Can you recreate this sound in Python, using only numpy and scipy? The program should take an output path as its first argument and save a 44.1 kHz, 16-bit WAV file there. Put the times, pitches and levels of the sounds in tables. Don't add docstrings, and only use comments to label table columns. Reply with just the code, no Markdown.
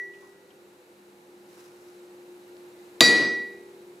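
import sys
import numpy as np
from scipy import signal
from scipy.fft import rfft, irfft
from scipy.io import wavfile

SR = 44100
rng = np.random.default_rng(int(sys.argv[2]) if len(sys.argv) > 2 else 0)


def unload_audio(sound):
    columns = np.transpose(np.atleast_2d(sound))
    steps = np.round(np.clip(columns, -1, 1) * 32767)
    wavfile.write(sys.argv[1], SR, steps.astype(np.int16))


N = 176400
TIME = np.arange(N) / SR
BINS = np.maximum(np.arange(N // 2 + 1) * SR / N, 1)
BLOW_S = 3.0069

# (frequency [Hz], side relative to mid [dB])
BLOW_WIDTH = [(100, -35.5), (300, -45), (600, -31.5), (1200, -12), (4000, -17.5), (8000, -12), (13000, -3)]
# (frequency [Hz], side relative to mid [dB])
AIR_WIDTH = [(60, -1.5), (110, -12.5), (200, -17.5), (380, -19.5), (700, -3), (1290, 2), (2380, -1),
             (4400, -2.5), (8120, -6.5), (15000, -5.5)]


def from_db(db):
    return 10 ** (np.asarray(db) / 20)


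def rms_one(x):
    return x / np.sqrt(np.mean(x ** 2) + 1e-20)


def at_hz(points, hz):
    frequencies, values = np.transpose(points)
    return np.interp(np.log(hz), np.log(frequencies), values)


def envelope(rows):
    return from_db(np.interp(TIME, *np.transpose(rows)))


def drift(rate):
    pole = np.exp(-80 * np.pi * rate / SR)
    slow = signal.lfilter([1], [1, -2 * pole, pole * pole], rng.standard_normal(N // 40 + 2002))[2000:]
    return np.interp(np.arange(N) / 40, np.arange(len(slow)), rms_one(slow))


def noise(spectrum, width):
    mid, side = rfft(rng.standard_normal((2, N))) * from_db(at_hz(spectrum, BINS))
    side = side * from_db(at_hz(width, BINS))
    return rms_one(irfft(np.array([mid + side, mid - side]), N))


def decay(age, t60):
    return (age >= 0) * np.exp(-np.log(1000) * np.clip(age / t60, 0, 10))


def release(age, hold_s, db_per_s):
    return from_db(-db_per_s * np.clip(age - hold_s, 0, 2))


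def tone(hz, waver, rate):
    phase = 2 * np.pi * (hz * TIME + rng.random())
    mid = (1 + waver * drift(rate)) * np.sin(phase) + waver * drift(rate) * np.cos(phase)
    side = 0.6 * waver * drift(rate) * np.cos(phase + 1)
    return np.array([mid + side, mid - side])


def lingering_ring():
    # (frequency [Hz], initial level [dB], t60 [s])
    modes = [(392.5, -46.5, 2.6), (1704, -57, 0.49), (1943, -30, 0.4), (1943, -45.5, 1.16),
             (5825, -62.5, 0.43)]
    return sum(from_db(db) * decay(TIME, t60) * tone(hz, waver=0.19, rate=12) for hz, db, t60 in modes)


def ventilation():
    # (time [s], relative level [dB])
    hum_levels = [(0.0, -71), (0.06, -60), (0.3, -61.5), (0.4, -69), (0.66, -59), (0.78, -72), (0.8, -64),
                  (2.01, -53.5), (2.82, -53.5), (2.95, -55)]
    # (frequency [Hz], level [dB])
    fan_tones = [(202, -67.5), (501, -69.5), (528, -76), (838, -74), (1421, -78.5)]
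    # (frequency [Hz], relative spectral density [dB])
    air_spectrum = [(25, -8.5), (55, -21.5), (99, -24), (204, -18), (253, -18), (349, -9.5), (410, -16.5),
                    (495, -13.5), (647, -22.5), (847, -21), (1110, -27), (2770, -31), (3340, -35.5),
                    (3920, -31), (5000, -37), (8400, -36), (9100, -44.5), (9800, -36.5), (11000, -38),
                    (14000, -41), (15500, -48)]
    # (time [s], level [dB])
    air_levels = [(0, -55), (.25, -56.5), (.55, -55.5), (1.3, -55), (1.7, -54.5), (2.9, -52), (4, -53.5)]
    hum = np.sqrt(2) * from_db(4.5) * envelope(hum_levels) * tone(355.8, waver=0.13, rate=5.57)
    hum += sum(from_db(db) * tone(hz, waver=0.49, rate=7.5) for hz, db in fan_tones)
    return hum + envelope(air_levels) * noise(air_spectrum, AIR_WIDTH)


def handling_ticks():
    # (time [s], level [dB], peak frequency [Hz], t60 [s])
    ticks = [(0.136, -56, 2650, 0.14), (.225, -55, 1020, 0.33), (.505, -56.5, 2900, 0.065),
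             (2.568, -54, 4200, 0.018)]
    out = 0
    for start, db, hz, t60 in ticks:
        spectrum = [(hz / 2, -20), (hz, 0), (hz * 1.5, -16), (hz * 3, -24), (hz * 6, -40)]
        out += from_db(db) * decay(TIME - start, t60) * noise(spectrum, AIR_WIDTH)
    return out


def sleeve_rustle():
    # (centre time [s], level [dB], half length [s])
    rubs = [(0.244, -63, 0.12), (1.588, -57.5, .12), (1.883, -63, 0.18)]
    # (frequency [Hz], relative spectral density [dB])
    cloth_spectrum = [(400, -6), (1400, -7.5), (3300, -16.5), (5500, -12), (8300, -16), (9100, -21),
                      (10300, -15), (15000, -26)]
    rubbing = sum(from_db(db) * np.exp(-((TIME - centre) / half) ** 2) for centre, db, half in rubs)
    grain = from_db(2.5 * drift(rate=150))
    return noise(cloth_spectrum, AIR_WIDTH) * rubbing * grain


def impact():
    # (frequency [Hz], relative spectral density [dB])
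    crack_spectrum = [(40, -45.5), (130, -36.5), (400, -15), (800, -10), (1150, 0), (1600, -1), (3000, 0.5),
                      (3900, 7), (5500, -8.5), (7500, -2.5), (9200, -19), (11000, -11.5), (15000, -24)]
    # (frequency [Hz], level [dB], t60 [s])
    stand_modes = [(197.2, -31.5, 0.96), (236, -18.5, 0.14), (320, -10, 0.042), (665, -18.5, 0.067),
                   (1092, -19, 0.0505), (1205, -21.5, 0.1)]
    crack = from_db(-0.5) * noise(crack_spectrum, BLOW_WIDTH) * decay(TIME - BLOW_S, t60=0.015)
    age = TIME - BLOW_S - 0.003
    thud = sum((-1) ** k * from_db(db) * decay(age, t60) * np.sin(2 * np.pi * hz * age)
               for k, (hz, db, t60) in enumerate(stand_modes))
    return crack + thud


def anvil_ring():
    # (frequency [Hz]), (level [dB]), (t60 before the release [s])
    partial_hz = [393, 473, 2159, 2326, 2406, 2444, 3682, 3805, 3948, 3960, 4062, 4142, 4410, 4575, 4693,
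                  4829, 5055, 5636, 5653, 6092, 6320, 6547, 6740, 7111, 7736, 7908, 8419, 9430, 9524, 10571,
                  10870, 11380, 13640]
    partial_db = [-35.5, -27.5, -37, -43, -34.5, -27.5, -37.5, -21.5, -31.5, -22, -25, -32.5, -29.5, -25.5,
                  -22, -29, -34, -36.5, -33, -38.5, -37.5, -36.5, -46, -32.5, -41.5, -38, -45.5, -42.5,
                  -40.5, -40.5, -40, -51.5, -47]
    partial_t60 = [3.0, 1.3, 1.5, .8, 1.1, .9, .8, .85, .8, .75, .5, .72, 0.33, 0.57, .72, .8, .75, 0.92,
                   .8, .65, .72, .78, 0.58, 0.33, 0.97, 0.57, 0.71, 0.4, .7, .72, .52, .6, .42]
    direct_share, swell_s = 0.27, 0.078
    age = TIME - BLOW_S
    swell = 1 - (1 - direct_share) * np.exp(-np.maximum(age, 0) / swell_s)
    note = swell * decay(age, t60=1.157) * release(age, hold_s=0.42, db_per_s=87)
    out = from_db(-9.5) * note * tone(1939, waver=0.19, rate=2.2)
    for hz, db, t60 in zip(partial_hz, partial_db, partial_t60):
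        height = min(hz / 4000, 1)
        fading = decay(age, t60) * release(age, hold_s=0.27, db_per_s=48 * height ** 2)
        out += from_db(db) * fading * tone(hz, waver=0.61 * height, rate=3.4)
    return out


def reverberation():
    # (frequency [Hz], relative spectral density [dB])
    tail_spectrum = [(40, -34), (85, -31), (125, 0.5), (165, -7), (220, 1), (330, 3), (480, -4.5),
                     (850, -9), (1200, -11), (1700, -9.5), (2800, -13), (3400, -11.5), (4050, -2.5),
                     (4700, -10), (5400, -19.5), (7500, -16), (8600, -19), (9100, -31), (9600, -20),
                     (10800, -21.5), (12000, -24), (13700, -21), (14600, -50)]
    # (frequency [Hz], t60 before the release [s])
    tail_t60 = [(80, 0.54), (300, 1.9), (1200, 1.25), (4000, 1.03), (8000, 0.53), (13000, 0.28)]
    spectrum = rfft(noise(tail_spectrum, BLOW_WIDTH))
    centres = np.geomspace(80, 14000, 10)
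    out, age = 0, TIME - BLOW_S
    for hz, share in zip(centres, np.eye(len(centres))):
        band = irfft(spectrum * np.interp(np.log(BINS), np.log(centres), share), N)
        out += band * decay(age, at_hz(tail_t60, hz))
    return from_db(-20.5) * out * release(age, hold_s=0.24, db_per_s=47)


def scene():
    pan = from_db([[0.05], [-0.05]])
    blows = lingering_ring() + impact() + anvil_ring() + reverberation()
    return pan * blows + ventilation() + handling_ticks() + sleeve_rustle()


def record(dry):
    low_cut = signal.butter(3, 99.5, "high", fs=SR, output="sos")
    high_cut = signal.cheby2(16, 70, 16400, fs=SR, output="sos")
    clipped = np.clip(dry, -1, 1)
    return signal.sosfilt(high_cut, signal.sosfilt(low_cut, clipped))


dry = scene()
out = record(dry)
unload_audio(out)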